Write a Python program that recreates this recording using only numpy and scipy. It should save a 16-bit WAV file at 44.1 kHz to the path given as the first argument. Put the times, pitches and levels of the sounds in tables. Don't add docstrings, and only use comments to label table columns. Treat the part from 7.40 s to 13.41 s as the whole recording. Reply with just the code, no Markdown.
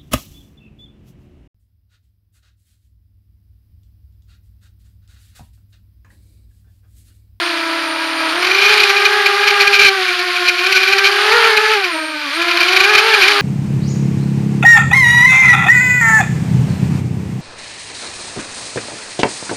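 import sys
import numpy as np
from scipy import signal
from scipy.fft import rfft, irfft
from scipy.io import wavfile
from scipy.ndimage import uniform_filter1d

SR = 44100
rng = np.random.default_rng(int(sys.argv[2]) if len(sys.argv) > 2 else 0)


def output_pcm(signal):
    pcm = np.clip(np.atleast_2d(signal).T, -1, 1) * 32767
    wavfile.write(sys.argv[1], SR, np.round(pcm).astype(np.int16))


def ratio(d):
    e = np.asarray(d, float) / 20
    return 10 ** e


N = 265041


def to_rms(x, rms_db):
    return x * ratio(rms_db) / np.sqrt(np.mean(x ** 2))


def curves(table):
    time_s, *columns = np.transpose(table)
    return [np.interp(np.arange(N) / SR, time_s, column) for column in columns]


def walk(rate_hz):
    hold = int(SR / rate_hz)
    steps = np.repeat(rng.standard_normal(N // hold + 1), hold)[:N]
    return 1.3 * uniform_filter1d(uniform_filter1d(steps, hold), hold)


def ring(x, hz, width_hz):
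    return signal.lfilter(*signal.iirpeak(hz, hz / width_hz, SR), x)


def tone(turn):
    return np.sin(2 * np.pi * (turn + rng.random()))


def speeds():
    # (time [s], fast shaft [Hz], level [dB], slow shaft [Hz], level [dB])
    throttle = [(0, 352, -28, 325, -34), (.2, 331.4, -27.5, 299.3, -37), (.85, 324.6, -27, 286, -35.5),
                (1.0, 352, -26.5, 320.9, -33.5), (1.3, 419.5, -20.5, 390.6, -28.5),
                (2.08, 412.4, -25, 398, -25), (2.42, 406.3, -20, 397, -28), (2.7, 361.2, -27, 352, -33),
                (3.2, 361, -27, 349, -31.5), (3.8, 413.7, -21.5, 380, -27.5), (4.0, 458.1, -19, 414, -22),
                (4.33, 428.9, -20, 418, -27.5), (4.55, 322.5, -28.5, 312, -35),
                (4.9, 289.7, -33, 282, -39.5), (5.0, 343.6, -25.5, 333.2, -30.5),
                (5.25, 354.9, -25.5, 336, -31), (5.66, 448, -19, 398, -25.5),
                (6.01, 399, -21, 284.4, -36.5)]
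    # (time [s], length [s], fast shaft change [Hz], slow shaft change [Hz])
    nudges = [(0.909, 0.044, -14.5, -7.5), (1.008, .04, 6.5, 2.5), (1.392, 0.051, 1, -6.5),
              (1.509, 0.067, -17, -9), (1.6, .04, -3, -12.5), (1.755, 0.066, 2.5, -7.5),
              (1.9, 0.065, -6, -11.5), (2.293, 0.075, -6, -4), (3.094, 0.051, -2, 1.5),
              (3.318, 0.052, 17, 9), (3.55, .12, 4, 14), (3.801, 0.051, 0, -5.5), (3.953, .03, 23.5, 16),
              (4.07, 0.038, 6.5, -3.5), (4.16, .05, -17, -4), (4.321, .04, 6, 2), (4.7, 0.045, 6, -4.5),
              (4.9, 0.031, -12, 0.5), (5.397, 0.071, -5, -2.5), (5.511, 0.039, 8, 0), (5.58, .04, -14, -3),
              (5.751, .05, 0.5, 46.5), (5.835, .055, -50, 7.5), (5.9, .03, 14, 2)]
    nudge_db_per_hz, wander_db = .05, 1.27
    fast_hz, fast_db, slow_hz, slow_db = curves(throttle)
    time_s = np.arange(N) / SR
    fast_change_hz, slow_change_hz = np.zeros(N), np.zeros(N)
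    for start_s, length_s, fast_step_hz, slow_step_hz in nudges:
        bump = np.exp(-((time_s - start_s) / length_s) ** 2)
        fast_change_hz += fast_step_hz * bump
        slow_change_hz += slow_step_hz * bump
    fast_db = fast_db + nudge_db_per_hz * fast_change_hz + wander_db * walk(22)
    slow_db = slow_db + nudge_db_per_hz * slow_change_hz + wander_db * walk(22)
    return fast_hz + fast_change_hz, fast_db, slow_hz + slow_change_hz, slow_db


def turns(shaft_hz, hunting):
    return np.cumsum(shaft_hz * (1 + hunting * walk(25))) / SR + rng.random()


def rotor(turn, shake_db, lift_db, whine_db=0):
    # (multiple of shaft rate [1], level [dB])
    shaft_orders = [(1, 0), (2, -5), (3, -5), (4, -6), (5, -8), (6, -10), (7, -13)]
    # (multiple of shaft rate [1], level [dB])
    magnet_orders = [(14, -45.5), (28, -38)]
    # (frequency [Hz], width [Hz], level [dB])
    bell_modes = [(8950, 550, 2), (10200, 840, -12)]
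    rough_db, flex_turns = 1.4, .024
    flex = flex_turns * ratio(1.5 * (shake_db + 21)) * walk(90)
    shake = np.zeros(N)
    for order, order_db in shaft_orders:
        overtone_db = lift_db if order > 1 else 0
        roughness_db = rough_db * (order - 1) ** .5 * walk(40)
        shake += ratio(order_db + overtone_db + roughness_db) * tone(order * turn + (order - .7) * flex)
    low_whine, high_whine = [ratio(order_db + 1.4 * walk(30.03)) * np.sin(2 * np.pi * order * turn)
                             for order, order_db in magnet_orders]
    low_whine = low_whine * ratio(.3 * (shake_db + 22) + 4 * walk(60))
    bell = sum(ratio(mode_db) * ring(ring(high_whine, hz, width_hz), hz, width_hz)
               for hz, width_hz, mode_db in bell_modes)
    return 2 ** .5 * (ratio(shake_db) * shake + ratio(whine_db) * (low_whine + bell))


def soft_mount(fast_turn, slow_turn, mixed_db):
    # (multiple of fast shaft [1], multiple of slow shaft [1], level [dB])
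    mixed_orders = [(1, 1, -8.5), (2, 1, -4.5), (1, 2, -22), (2, 2, -6.5), (3, 1, -18.5)]
    sums = sum(ratio(order_db + 4.9 * walk(40)) * tone(m * fast_turn + n * slow_turn)
               for m, n, order_db in mixed_orders)
    return ratio(mixed_db) * sums


def frame(shake, load_db):
    # (frequency [Hz], width [Hz], level [dB])
    arm_modes = [(851, 98, -12), (1440, 340, -18), (1540, 310, -4)]
    growl_db, steepness = -15.0, 2.2
    buffet = rng.standard_normal(N) * ratio(growl_db + steepness * (load_db + 23.5) + 2.9 * walk(70))
    return shake + sum(ratio(mode_db) * ring(shake + buffet, hz, width_hz) for hz, width_hz, mode_db in arm_modes)


def bounces():
    # (time [s], level [dB], length [ms])
    singles = [(1.381, -10.5, 8), (1.406, -7.5, 10.4), (1.439, -6, 5.3), (1.501, -7.5, 12),
               (1.66, -7.5, 12.2), (1.867, -8, 10.9), (2.085, -7.5, 16.5), (2.109, -9.5, 7.6),
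               (2.215, -8, 22.2), (2.278, -6.5, 7.4), (2.349, -8.5, 26.2), (3.09, -7.5, 15.7),
               (3.368, -8, 22), (3.27, -9.5, 8.2), (3.33, -7, 8.7), (3.589, -7, 9.3), (3.66, -8, 27),
               (1.336, -8.5, 14), (3.926, -11, 11.8), (3.971, -10.5, 3.2), (4.175, -6, 8.3),
               (5.213, -9, 11.7), (5.497, -13, 7), (5.54, -9, 5.4), (5.557, -6.5, 10.3), (5.588, -6, 14.8),
               (5.745, -9, 12.7), (5.83, -7, 23.8), (5.884, -7, 6.9), (5.917, -12, 13)]
    # (first [s], last [s], beat [Hz], level [dB], length [ms])
    beat_runs = [
        (1.029, 1.075, 46, -13, 8.7),
        (1.116, 1.298, 27.8, -11.5, 8.4),
        (2.399, 2.487, 56, -6.5, 12.1),
        (3.437, 3.532, 20.4, -10.5, 12.4),
        (5.116, 5.235, 17, -12, 7),
        (5.289, 5.333, 22, -10.5, 10.1),
        (5.371, 5.446, 26, -6.5, 10.7),
    ]
    touches = [1.48, 1.573, 1.624, 1.734, 2.042, 2.372, 2.689, 2.798, 2.968, 3.064, 3.193, 3.247, 3.686,
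               3.723, 4.047, 4.339, 4.448, 5.024, 5.09, 5.693, 5.865]
    touch_db, touch_ms = -15.5, 11
    runs = []
    for first_s, last_s, beat_hz, run_db, length_ms in beat_runs:
        count = round((last_s - first_s) * beat_hz) + 1
        runs += [(time_s, run_db, length_ms) for time_s in np.linspace(first_s, last_s, count)]
    return [*singles, *runs, *[(time_s, touch_db, touch_ms) for time_s in touches]]


def chatter(turn, steady_db):
    # (frequency [Hz], width [Hz], level [dB])
    shell_modes = [(1570, 253, -8.5), (2143, 310, -8), (2408, 118.5, 4), (3076, 142, -6.5), (4160, 567, -9),
                   (5980, 133, -19.5), (7050, 170, -64), (9214, 910, -39), (10930, 1600, -30.5),
                   (13900, 900, -41.5)]
    scatter_db, grit, steady_gain_db, build_up_s, soft_hz = 2.0, 0.45, -12.5, 0.0012, 5000
    time_s = np.arange(N) / SR + build_up_s
    power = ratio(2 * (steady_db + steady_gain_db + 1.8 * walk(45)))
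    for bounce_s, bounce_db, length_ms in bounces():
        near = slice(max(int((bounce_s - .04) * SR), 0), int((bounce_s + .04) * SR))
        distance = np.abs(time_s[near] - bounce_s) / (0.00067 * length_ms)
        power[near] += ratio(2 * bounce_db) * np.exp(-distance ** 3)
    loose_turn = turn + .12 * walk(150)
    knocks = np.diff(np.floor(loose_turn), prepend=0) > 0
    blows = to_rms(knocks * ratio(scatter_db * rng.standard_normal(N)), 0)
    blows = signal.lfilter(*signal.butter(2, soft_hz, fs=SR), blows)
    scrape = to_rms(rng.standard_normal(N) * np.exp(-(loose_turn % 1) / 1.1), 0)
    drive = ((1 - grit) * blows + grit * scrape) * np.sqrt(power)
    shell = sum((-1) ** k * ratio(mode_db) * ring(drive, hz, width_hz)
                for k, (hz, width_hz, mode_db) in enumerate(shell_modes))
    return shell * ratio(20.0)


def wash(fast_turn, slow_turn, wash_db, low_db):
    # (frequency [Hz], level [dB])
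    wash_colour = [(60, -33), (250, -32), (500, -21), (800, -13.5), (1350, 0.5), (2500, -1), (4700, -5),
                   (5600, -17), (7000, -23), (9000, -19.5), (10200, -26.5), (11800, -22.5), (13000, -41),
                   (15000, -65)]
    gating, low_hz = 0.65, 900
    colour_hz, colour_db = np.transpose(wash_colour)
    sweep = 1 + gating * (np.cos(2 * np.pi * fast_turn) + 0.4 * np.cos(2 * np.pi * slow_turn))
    spectrum = rfft(rng.standard_normal(N) * sweep)
    log_hz = np.log(np.arange(1, len(spectrum) + 1) * SR / N)
    air = to_rms(irfft(spectrum * ratio(np.interp(log_hz, np.log(colour_hz), colour_db)), N), 0)
    low = signal.sosfiltfilt(signal.butter(2, low_hz, fs=SR, output="sos"), air)
    return (air - low + ratio(low_db) * low) * ratio(wash_db + 1.0 * walk(14) + 1.0)


def scene():
    # (time [s], shaft [Hz], level [dB])
    far_throttle = [
        (0, 365, -60),
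        (.2, 355, -41),
        (.85, 362, -50),
        (1, 404, -41),
        (1.3, 441.4, -33),
        (1.5, 422, -73),
        (6.01, 410, -70),
    ]
    # (time [s], wash [dB], steady chatter [dB], dirtiness of the air [dB])
    air_and_shell = [(0, -21, -15, 4), (.5, -24.5, -17, 10), (1.0, -19.5, -15.5, 13.5),
                     (1.26, -17, -1.5, 8), (1.45, -15, -8.5, 1), (1.75, -18.5, -14, 3.5),
                     (2.3, -17, -13, 0), (2.5, -21, -14, -4), (3.08, -21, -11.5, -17), (3.53, -18, -4, -6),
                     (3.71, -18.5, -31, 4), (4.07, -13.5, -21, 10.5), (4.3, -19, -9, -4),
                     (4.74, -28, -17, 3), (5.0, -20.5, -14, 4), (5.36, -17, -9, 4), (5.69, -16, -14, 8),
                     (5.9, -14.5, -16, 5)]
    hunting = .0065
    fast_hz, fast_db, slow_hz, slow_db = speeds()
    far_hz, far_db = curves(far_throttle)
    wash_db, steady_db, low_db = curves(air_and_shell)
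    lift_db = -0.44 - 0.8 * walk(4)
    fast_turn = turns(fast_hz, hunting * ratio((fast_db + 24) / 2))
    slow_turn = turns(slow_hz, hunting * ratio((slow_db * 0 + fast_db + 24) / 2))
    far_turn = turns(far_hz, 0.003058)
    shake = rotor(fast_turn, fast_db, lift_db)
    shake = shake + rotor(slow_turn, slow_db, lift_db, whine_db=-1)
    shake = shake + rotor(far_turn, far_db, lift_db, whine_db=far_db + 43)
    shake = shake + soft_mount(fast_turn, slow_turn, (fast_db + slow_db) / 2 + lift_db)
    mix = frame(shake, fast_db) + chatter(fast_turn, steady_db) + wash(fast_turn, slow_turn, wash_db, low_db)
    return mix[None]


def band_limit(x):
    return signal.sosfilt(signal.butter(12, 15570, fs=SR, output="sos"), x)


def record(dry):
    # (frequency [Hz], width [Hz])
    port_notches = [(7960, 1000), (7960, 350), (13450, 1500), (13450, 300)]
    bass_cut_hz, top_hz = 162, 14650
    x = signal.sosfilt(signal.butter(2, bass_cut_hz, "high", fs=SR, output="sos"), dry)
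    ceiling = np.where(x > 0, 1.05, 1.15)
    x = x / (1 + np.abs(x / ceiling) ** 6) ** (1 / 6)
    for hz, width_hz in port_notches:
        x = signal.lfilter(*signal.iirnotch(hz, hz / width_hz, SR), x)
    x = signal.sosfilt(signal.cheby1(6, 1, top_hz, fs=SR, output="sos"), x)
    rumble = signal.lfilter(*signal.butter(1, 150, fs=SR), rng.standard_normal(N))
    x = x + to_rms(rumble, -76)
    return band_limit(np.clip(x, -1, 1))


dry = scene()
out = record(dry)
output_pcm(out)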